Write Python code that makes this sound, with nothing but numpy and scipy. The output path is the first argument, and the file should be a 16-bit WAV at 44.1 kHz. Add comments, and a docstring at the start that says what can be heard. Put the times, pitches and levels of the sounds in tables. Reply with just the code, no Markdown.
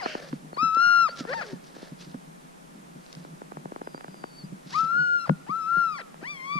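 """Sled dogs round a camera on a pole

Sled dogs on sea ice whine, yelp and sniff at a small camera: stacks of partials glide between registers,
up to an almost pure falsetto, with thin nasal whistles and puffs of shaped noise.
Nudges ring decaying modes of the housing, and the pole creaks in ticks that chirp downwards.
A snowy slope returns a faint echo by convolution; still air and the grip of a hand lie beneath."""
import sys
import numpy as np
from scipy import signal
from scipy.fft import rfft, irfft, next_fast_len
from scipy.io import wavfile
from scipy.ndimage import uniform_filter1d

SR = 44100
rng = np.random.default_rng(int(sys.argv[2]) if len(sys.argv) > 2 else 0)


def pcm_store(signal):
    """Save signal as 16-bit PCM."""
    levels = np.round(np.clip(np.atleast_2d(signal), -1, 1) * 32767)
    wavfile.write(sys.argv[1], SR, levels.astype(np.int16).T)


N = 290619
TIME = np.arange(N) / SR
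FREQ = np.fft.rfftfreq(N, 1 / SR)

# pitch courses of the cries, before throat and nose shape them:
# time_s, pitch_hz, level_db, overtones_db (against the fundamental)
GRUNT = [(0, 1094, -42.5, 4.5), (.025, 782, -29, -16), (.06, 646, -41.5, -8), (.14, 604, -47.5, -14),
         (.23, 581.5, -50, -11), (.29, 517, -58, -10.5)]
FIRST_WHINE = [(0.586, 1172, -26, -11.0), (0.634, 1328, -20, -6), (0.72, 1293, -26, -12),
               (0.774, 1343, -20, -12), (0.837, 1413, -19, -2.5), (0.97, 1389, -18, -6.5),
               (1.03, 1364, -19, -4.5), (1.06, 1294, -21.5, -10.5), (1.08, 1158, -29.5, -8.5)]
YELP = [(1.275, 434.7, -46, -3), (1.3, 495.6, -30, -14.5), (1.332, 596.4, -34.5, 0.5),
        (1.348, 914, -28, -12), (1.37, 929, -28, -13.5), (1.406, 830, -32.5, -9), (1.43, 562.6, -39, 3),
        (1.456, 447, -49.5, -10), (1.54, 360, -43, -26)]
SECOND_WHINE = [(4.754, 1188, -24, -11.5), (4.8, 1321, -20.5, -18.5), (4.87, 1322, -28.5, -16),
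                (4.928, 1386, -25, -21), (4.99, 1447, -21.5, -14.5), (5.07, 1440, -25.5, -14.5),
                (5.16, 1428, -21.5, -19), (5.21, 1370, -35.5, 1.5), (5.256, 1353, -33, -12.5)]
THIRD_WHINE = [(5.501, 1129, -28, -17.5), (5.53, 1290, -26.5, -28), (5.575, 1347, -30, -14.5),
               (5.645, 1288, -32, -12.5), (5.72, 1375, -23.5, -20.5), (5.79, 1397, -21, -17),
               (5.855, 1358, -24.5, -13.5), (5.935, 1226, -33, -9.5), (5.978, 1078, -39, 0)]
OPEN_WHINE = [(6.246, 886, -37, -5.0), (6.283, 1156, -46.5, 16), (6.313, 1198, -45.5, 16.5),
              (6.36, 1093, -50, 11.5), (6.413, 1034, -43.5, 2.5), (6.515, 1144, -29.5, -1),
              (6.565, 1189, -30, 0), (6.589, 1135, -28.5, -3.5)]
# resonance of throat and muzzle, shared by every cry: frequency_hz, gain_db
THROAT = [(450, 0), (900, -4.5), (1400, 1.5), (1900, 0.5), (2400, -7), (2650, -14), (2900, -18.5),
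          (3500, -19), (4200, -17), (4800, -11), (5600, -20.5), (6500, -24), (7100, -33.5), (8200, -32.5),
          (11000, -43)]
# part of the sound that leaves through the nose: frequency_hz, share (0-1)
NASAL_SHARE = [(3000, 0.04), (4300, 1)]
# the voice at the two ports: frequency_hz, left_lead_rad
PORT_LEAD = [(600, -0.6), (780, 0.7), (920, 3), (1150, 4), (1300, 5), (1405, 6.5), (2150, 9), (2850, 11.5),
             (4250, 14), (4600, 14), (6000, 15.5)]
# the voice at the two ports: frequency_hz, left_minus_right_db
PORT_BALANCE = [(500, 2.5), (1150, 9.5), (1300, 8.5), (1400, 9), (1450, 4), (2100, 6), (2800, 3.5),
                (3600, 11), (4200, 4.5), (5000, 1.5)]
# shift of the fundamental between the ports, moving in the second whine, held before and after:
# time_s, extra_lead_rad
PORT_SHIFT = [(4.9, 1), (4.93, -2), (5, -2), (5.17, -3), (5.25, -0.5), (5.4, 0.5)]
# gravel of the throat in a snort or a voice break: frequency_hz, relative_density_db
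RASP = [(300, -35), (900, -26), (1450, 2.5), (2100, 1.5), (3000, 3.5), (3700, -10.5), (4600, -1.5),
        (6000, -9.5), (12000, -55)]
# course of the long nasal whistle: time_s, pitch_hz, relative_level_db
LONG_WHISTLE = [(3.83, 5040, -64), (3.96, 4740, -56), (4.07, 4850, -64), (4.16, 4800, -56),
                (4.345, 4490, -53.5), (4.388, 4600, -40), (4.429, 4380, -46.5)]
# short nasal whistles: start_s, length_s, start_hz, end_hz, peak_db
PEEPS = [(0.024, 0.029, 5000, 4800, -37.5), (0.025, 0.047, 4110, 4350, -41),
         (0.534, 0.029, 4370, 4430, -46), (1.077, 0.053, 4270, 4783, -40), (1.359, 0.045, 4710, 4590, -50),
         (3.937, 0.047, 4730, 4740, -49.5), (4.424, 0.049, 4780, 4820, -53),
         (5.956, 0.039, 4650, 4160, -47)]
# sniffs and puffs: peak_s, length_s, nostril_hiss_db, throat_rush_db (both relative)
SNIFFS = [(0.057, 0.099, -53.5, -45), (0.214, 0.12, -53, -44), (0.322, 0.092, -59.5, -72),
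          (1.123, .04, -56.5, -52.5), (1.193, .045, -45, -48), (1.343, 0.15, -52, -45.5),
          (1.493, 0.087, -52, -49.5), (1.656, 0.043, -58.5, -85), (1.814, 0.16, -57.5, -54),
          (2.022, 0.05, -51, -76), (2.1, 0.071, -61.5, -70), (3.144, 0.21, -62, -63),
          (4.756, 0.11, -45, -74), (4.863, 0.082, -63.5, -60)]
# turbulence in the nostrils: frequency_hz, relative_density_db
HISS = [(1200, -6.5), (2500, -4.5), (3600, 0), (4700, 1.5), (5800, -2), (7000, -11), (10000, -25),
        (14000, -39)]
# turbulence in the throat: frequency_hz, relative_density_db
RUSH = [(60, -53), (200, -10), (550, 6), (1000, -11.5), (1700, -1), (2400, -12.5), (3500, -27.5),
        (8000, -39.5)]
# wet clicks of the muzzle: start_s, peak_db
SMACKS = [(0.748, -26.5), (1.173, -30), (1.193, -37), (1.642, -44), (3.064, -35), (3.128, -31.5),
          (3.151, -32)]
# nudges on the housing, before the high-pass: start_s, peak_db, upper_modes_db
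NUDGES = [(.331, -19, 14.5), (.629, -21.5, 12.5), (0.768, -39.5, 28), (0.867, -40.5, 1),
          (1.207, -22.5, 14.5), (1.531, -23.5, 10), (1.921, -28.5, 5), (2.071, -35, 4), (2.146, -23, 13),
          (2.959, -32.5, 7.5), (3.171, -35.5, -0.5), (3.334, -38, -3), (3.571, -34.5, -10), (3.655, -35, 1),
          (4.085, -35, -2), (4.438, -29.5, -5), (4.523, -27, 2), (4.662, -34.5, 3), (4.833, -32, 0),
          (5.297, -8, 1), (5.3097, -16.5, 6.5), (5.495, -29.5, -1.5), (5.774, -31.5, -11), (6.556, -24, 1)]
# modes of the housing: frequency_hz, level_db, t60_s
HOUSING = [(159, 3.5, 0.0697), (185.6, 0, 0.1), (244.2, 5.5, 0.029), (263, -5, 0.02), (525, -6.5, 0.019)]
# creaks of the pole: arrival_s (at 1 kHz), level_db, brightness_db_per_octave, left_minus_right_db
TICKS = [(0.0607, -15, -3.5, 1), (0.065, -23.5, -1.5, -20), (0.1526, -18.5, -7, 1), (.330, -28, 0, -6),
         (.531, -28.5, -7.5, 1.5), (0.572, -25, -4.5, 2), (0.769, -26.5, -6.5, 1.5), (1.252, -26, -6.5, 7),
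         (1.766, -32.5, -11, 2), (1.829, -29.5, -12, 2), (2.145, -30.5, -6, -1), (3.250, -33, -7.5, 2),
         (3.419, -28, -6.5, 1.5), (3.521, -28, -5, -4.5), (3.571, -27, -6, 4.5), (3.657, -25, -9, 3),
         (3.721, -25.5, -8.5, 1.5), (3.762, -24.5, -5, 4.5), (3.817, -24, -7.5, 2), (3.874, -24, -5, 2),
         (3.947, -26, -6.5, -2), (3.979, -32, -1, -2), (4.01, -30.5, 1, -3), (4.0456, -27.5, -2.5, -2),
         (4.083, -31.5, -1.5, -3), (4.144, -33, -4, 0), (4.241, -22, -4, 6), (5.296, -8.5, -5.5, 6.5),
         (5.492, -30, -19, 2), (5.77, -31.5, -19, 5), (6.144, -33.5, -3, 3), (6.228, -30, -18, 4)]
# spectrum of a creak before its brightness is added: frequency_hz, relative_level_db
TICK_COLOUR = [(100, -26), (220, -3.5), (450, -2), (900, 2.5), (1500, 0.5), (2300, -15.5), (3200, -17),
               (6000, -34), (12000, -86)]
# distinct returns from the ice ridges and the hillside: delay_s, gain_db
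RETURNS = [(.09, -31), (.165, -30)]
# scattered tail from the slope: frequency_hz, relative_density_db
TAIL_COLOUR = [(300, 6.5), (1400, -3.5), (3000, -1.5), (7000, -11.5)]
# hiss of still air: frequency_hz, relative_density_db
AIR = [(25, -10), (60, -12.5), (105, -24), (160, -13), (250, -5.5), (500, -11), (1090, -16), (2360, -19.5),
       (4730, -24.5), (9500, -25), (12500, -32), (14900, -42)]
# correlation of the air hiss at the two ports: frequency_hz, likeness (-1 to 1)
AIR_LIKENESS = [(60, .9), (170, -0.95), (300, -0.28), (630, -0.8), (1380, -0.74), (3000, 0.29), (14000, 0)]
# murmur of the hand's grip in the housing: frequency_hz, relative_density_db
GRIP_COLOUR = [(110, -43), (150, 6), (175, 6.0), (215, -3.0), (270, -4.0), (400, -17.0),
               (900, -32), (5000, -77)]

# a whine scoops up out of the chest voice and drops back into it: changes at the far ends
SCOOP_S, SCOOP_OCTAVES, SCOOP_DB, SCOOP_OVERTONES_DB = .036, 0.68, -22, 6.5
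DROP_OCTAVES, DROP_DB, DROP_OVERTONES_DB = 1.25, -9, 6
# the voice turns hoarse while it glides through the break between its registers
BREAK_HZ, BREAK_WIDTH_HZ, BREAK_ROUGH, BREAK_OCTAVES_PER_S = 692, 190, 0.66, 9
SNORT_S, SNORT_LENGTH_S, SNORT_DB = .1, 0.11, -40.5
SNIFF_RISE, SNIFF_FALL = 0.63, 0.63  # rise and fall to 1/e, as shares of the length
AIR_DB = -56
TOP_HZ = 14600


def undb(db):
    """Decibels express the logarithm of an amplitude ratio; this inverts it."""
    return 10 ** (np.asarray(db) / 20)


def curves(table):
    """Linear interpolation in time of each column after the first."""
    s, *columns = np.transpose(table)
    return [np.interp(TIME, s, c) for c in columns]


def gate(table, fade=0.0039):
    """Amplitude window: one while a table lasts, with ramps of fade seconds outside it."""
    start, end = table[0][0], table[-1][0]
    return np.clip((TIME - start) / fade + 1, 0, 1) * np.clip((end - TIME) / fade + 1, 0, 1)


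def over_hz(points, freq):
    """Linear interpolation on a logarithmic frequency axis."""
    f, v = np.transpose(points)
    return np.interp(np.log(freq + 1), np.log(f), v)


def unit(x):
    """Normalisation to a standard deviation of 1."""
    return x / x.std()


def noise(points):
    """Spectral shaping of white noise, normalised to rms 1."""
    spectrum = rfft(rng.standard_normal(N))
    return unit(irfft(spectrum * undb(over_hz(points, FREQ)), N))


def walk(rate):
    """Low-pass filtered noise: smooth chance of spread 1, up to about rate swings a second."""
    n = next_fast_len(N, real=True)
    low_pass = 1 / (1 + (np.fft.rfftfreq(n, 1 / SR) / rate) ** 4)
    return unit(irfft(rfft(rng.standard_normal(n)) * low_pass, n)[:N])


def pan(db):
    """Constant-power panning: left and right gains of total power 1."""
    g = np.array([undb(db / 2), undb(-db / 2)]).reshape(2, -1)
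    return g / np.sqrt((g ** 2).sum(0))


def add(out, s, sound):
    """Superposition: mix a short sound in at time s."""
    i = max(int(s * SR), 0)
    out[:, i:i + sound.shape[-1]] += sound[..., :N - i]


def swell(s, length):
    """Gaussian envelope: a puff of air rises to its peak at time s and fades."""
    width = length * np.where(TIME < s, SNIFF_RISE, SNIFF_FALL)
    return np.exp(-((TIME - s) / width) ** 2)


def course(table, rise_s=None, drop_s=None):
    """Register transition: fast glides near the break are rough; whines scoop for rise_s, drop for drop_s."""
    hz, db, overtones_db = curves(table)
    start, end = table[0][0], table[-1][0]
    if drop_s:
        scoop = np.clip((start - TIME) / SCOOP_S, 0, 1)
        drop = np.clip((TIME - end) / drop_s, 0, 1)
        hz = hz * 2 ** (-SCOOP_OCTAVES * scoop - DROP_OCTAVES * drop)
        db = db + SCOOP_DB * scoop + DROP_DB * drop
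        overtones_db = overtones_db + SCOOP_OVERTONES_DB * scoop + DROP_OVERTONES_DB * drop
        start, end = start - rise_s, end + drop_s
    hz = uniform_filter1d(hz, size=300)
    octaves_per_s = abs(np.gradient(np.log2(hz))) * SR
    gliding = np.tanh(octaves_per_s / BREAK_OCTAVES_PER_S)
    rough = BREAK_ROUGH * gliding * np.exp(-((hz - BREAK_HZ) / BREAK_WIDTH_HZ) ** 2)
    return hz, db, overtones_db, gate([(start,), (end,)]), rough


def call(hz, db, overtones_db, sounding, rough, nasal_db, shimmer=0.03, jitter=0.0014, waver=.002,
         rough_jitter=.055, rough_shimmer=0.68, patchy_db=3.0, steady_db=-15, unsteady_range_db=12,
         air_db=-49, half_db=-8):
    """Source and filter: partials of a trembling pitch, weighted by the throat and the nose."""
    out, on = np.zeros((2, N)), sounding > 0
    hz, db, overtones_db, rough = hz[on], db[on], overtones_db[on], rough[on]

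    def stretch(chance):
        """Random rotation: a fresh excerpt of a chance signal, as long as the cry."""
        return np.roll(chance, rng.integers(N), axis=-1)[..., on]

    tremble = 1 + waver * stretch(SWAY) + jitter * stretch(QUIVER)
    tremble = tremble + rough_jitter * rough * stretch(FLUTTER)
    phase = 2 * np.pi * np.cumsum(hz * tremble) / SR
    shift = curves(PORT_SHIFT)[0][on]
    # a full voice is steady, a soft one wavers
    unsteady = np.clip((steady_db - db) / unsteady_range_db, 0, 1)
    for k in range(1, 9):
        partial_db = db + over_hz(THROAT, k * hz) + nasal_db * over_hz(NASAL_SHARE, k * hz)
        if k > 1:
            # overtones beam from the muzzle and come and go as the head moves
            partial_db = partial_db + overtones_db + patchy_db * unsteady * stretch(SWAY)
        flutter = 1 + (shimmer * k + rough_shimmer * rough) * stretch(FLUTTER)
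        sides = pan(over_hz(PORT_BALANCE, k * hz))
        turn = over_hz(PORT_LEAD, k * hz) + shift * (k == 1)
        wave = np.sin(k * phase + np.array([turn, -turn]) / 2)
        out[:, on] += 2 * undb(partial_db) * flutter * sides * wave
    # in a break strong and weak cycles alternate, which adds a line between the first two partials
    half_line = undb(half_db + db) * 2 * rough * np.sin(3 * phase / 2)
    out[:, on] += pan(over_hz(PORT_BALANCE, hz)) * half_line
    # air rushes past the folds while they sound
    out[:, on] += undb(air_db + db / 2) * stretch(NOSTRILS)
    return out * sounding


def voices(rasp_db=-32.5):
    """Phonation with turbulence: all the cries, hoarse at their breaks, and a snort within the first."""
    # each cry with the strength of its nasal ring in dB; the last is the least nasal
    cries = [(course(GRUNT), -2),
             (course(FIRST_WHINE, rise_s=0.017, drop_s=0.015), -1),
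             (course(YELP), -1.5),
             (course(SECOND_WHINE, rise_s=.036, drop_s=0.027), .3),
             (course(THIRD_WHINE, rise_s=0.034, drop_s=.04), -.8),
             (course(OPEN_WHINE, rise_s=.036, drop_s=.03), -8)]
    hoarse = sum(sounding * rough * undb(rasp_db + db / 2) for (_, db, _, sounding, rough), _ in cries)
    snort = undb(SNORT_DB) * swell(SNORT_S, SNORT_LENGTH_S)
    gravel = (uniform_filter1d(hoarse, size=900) + snort) * undb(0.72 * FLUTTER)
    rasp = noise(RASP) + .5 * np.array([[1], [-1]]) * noise(RASP)
    return sum(call(*cry, nasal_db) for cry, nasal_db in cries) + gravel * rasp


def whistles(long_db=-1.5, flutter_db=2.5):
    """Frequency modulation: a much higher wobbling tone from the nose, independent of the voice."""
    hz, db = curves(LONG_WHISTLE)
    wobble = 1 + .004 * walk(150)
    level = undb(db + long_db + flutter_db * walk(45)) * gate(LONG_WHISTLE)
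    out = pan(2) * level * np.sin(2 * np.pi * np.cumsum(hz * wobble) / SR)
    for s, length, start_hz, end_hz, db in PEEPS:
        n = int(length * SR)
        glide = np.linspace(start_hz, end_hz, n) * np.roll(wobble, -int(s * SR))[:n]
        add(out, s, undb(db) * np.hanning(n) * np.sin(2 * np.pi * np.cumsum(glide) / SR))
    return out


def sniffs(rush_db=-1, flicker_db=2.5, grain_db=2.0, spread=0.27):
    """Turbulent flow in a nose close by: nostril hiss over a lower rush, both fluttering."""
    hiss = rush = 0
    for s, length, high_db, low_db in SNIFFS:
        puff = swell(s, length)
        hiss = hiss + undb(high_db) * puff
        rush = rush + undb(low_db) * puff
    # moisture in the nostrils makes the flow sputter
    flow = undb(flicker_db * walk(63) + grain_db * walk(450))
    mid, side = (flow * (hiss * noise(HISS) + undb(rush_db) * rush * noise(RUSH)) for _ in range(2))
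    return np.array([mid + spread * side, mid - spread * side])


def smacks(t60=.008):
    """Exponential decay of short noise bursts: tiny wet clicks of lips and nose."""
    out, t = np.zeros((2, N)), TIME[:SR // 50]
    for s, db in SMACKS:
        burst = np.roll(NOSTRILS, rng.integers(N), axis=1)[:, :len(t)]
        click = burst * undb(-60 * t / t60)
        add(out, s, undb(db) * click / abs(click).max())
    return out


def nudges(push_s=0.0093, cutoff_hz=125, port_spread_db=3.5):
    """Modal vibration: soft blows ring the housing; a steep high-pass thins the deep bass."""
    out, t = np.zeros((2, N)), TIME[:SR // 5]
    chance = rng.standard_normal((len(NUDGES), len(HOUSING), 3))
    for (s, db, upper_db), row in zip(NUDGES, chance):
        ring = 0
        for k, ((hz, mode_db, t60), (tuning, lean, skew)) in enumerate(zip(HOUSING, row)):
            # each mode reaches the two ports with its own strength and phase
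            port_phase = .2 * skew * np.array([[1], [-1]])
            swing = np.sin(2 * np.pi * hz * (1 + .015 * tuning) * t + port_phase)
            decay = undb(mode_db + upper_db * (k > 1) - 60 * t / t60)
            ring = ring + pan(port_spread_db * lean) * decay * swing
        ring = ring * (1 - np.exp(-t / push_s))
        add(out, s, undb(db) * ring / abs(ring).max())
    return irfft(rfft(out) / (1 + (cutoff_hz / (FREQ + 1)) ** 12), N)


def creaks(port_lag_s=0.00042, travel_s=0.0028, size=2048):
    """Dispersion: in a bending wave along the pole treble outruns bass, so each tick chirps down."""
    out, f = np.zeros((2, N)), np.fft.rfftfreq(size, 1 / SR)
    lead_s = size / 4 / SR  # room for the early treble
    octave = np.log2((f + 1) / 700)
    # the grip slips twice in quick succession, which gives each tick its own colour
    gaps = rng.uniform(.0008, .0028, (len(TICKS), 1))
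    for (s, db, tilt_db, pan_db), gap_s in zip(TICKS, gaps):
        # the weaker slip comes first and is mostly treble
        two_slips = 1 + .4 * np.exp(2j * np.pi * f * gap_s) * np.clip(f / 1200, 0, 1)
        colour = undb(over_hz(TICK_COLOUR, f) + tilt_db * octave.clip(-1, 2)) * two_slips
        # travel_s is the travel time at 1 kHz; wave speed grows with the root of frequency
        delay_s = lead_s - travel_s + np.array([[port_lag_s], [0]])
        turns = 2 * travel_s * np.sqrt(1000 * f) + f * delay_s
        tick = irfft(colour * np.exp(-2j * np.pi * turns))
        add(out, s - lead_s, np.sqrt(2) * undb(db) * pan(pan_db) * tick / abs(tick).max())
    return out


def slope(x, tail_db=-31.0206, t60=0.68, build_up_s=0.067):
    """Reflection and scattering: the left channel meets two dull returns and a diffuse tail."""
    t = TIME[:SR]
    tails = np.array([noise(TAIL_COLOUR)[:SR] for _ in range(2)])
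    tails = tails * undb(-60 * t / t60) * (1 - np.exp(-(t / build_up_s) ** 2))
    tails = undb(tail_db) * tails / np.sqrt((tails ** 2).sum(1, keepdims=True))
    soft = signal.windows.hann(9)
    for s, db in RETURNS:
        # snow swallows the treble of each return
        add(tails, s, undb(db) * soft / soft.sum())
    return signal.fftconvolve(x[:1], tails, axes=1)[:, :N]


def air(grip_db=-54, grip_swing_db=4.0):
    """Partial coherence: even hiss of a still day at two ports, and the hand's murmur in the housing."""
    alike = np.clip(over_hz(AIR_LIKENESS, FREQ), -.95, .95)
    mid = noise(AIR)
    # the ratio of side to mid sets the correlation of the ports
    side = irfft(rfft(noise(AIR)) * np.sqrt((1 - alike) / (1 + alike)), N)
    grip = noise(GRIP_COLOUR) * undb(grip_db + grip_swing_db * walk(6.6))
    return undb(AIR_DB) * np.array([mid + side, mid - side]) + grip


def scene():
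    """Superposition of the dogs, their echo, the handled camera and the air."""
    dogs = voices() + whistles() + sniffs()
    return dogs + slope(dogs) + smacks() + nudges() + creaks() + air()


def record(dry):
    """Band limiting: the camera cuts the top with a steep elliptic low-pass."""
    return signal.sosfilt(signal.ellip(8, .2, 70, TOP_HZ, fs=SR, output="sos"), dry)


# chance signals shared by the cries, from fast to slow, and the two ports' nostril hiss
FLUTTER, QUIVER, SWAY = walk(270), walk(140), walk(39)
NOSTRILS = np.array([noise(HISS), noise(HISS)])

dry = scene()
out = record(dry)
pcm_store(out)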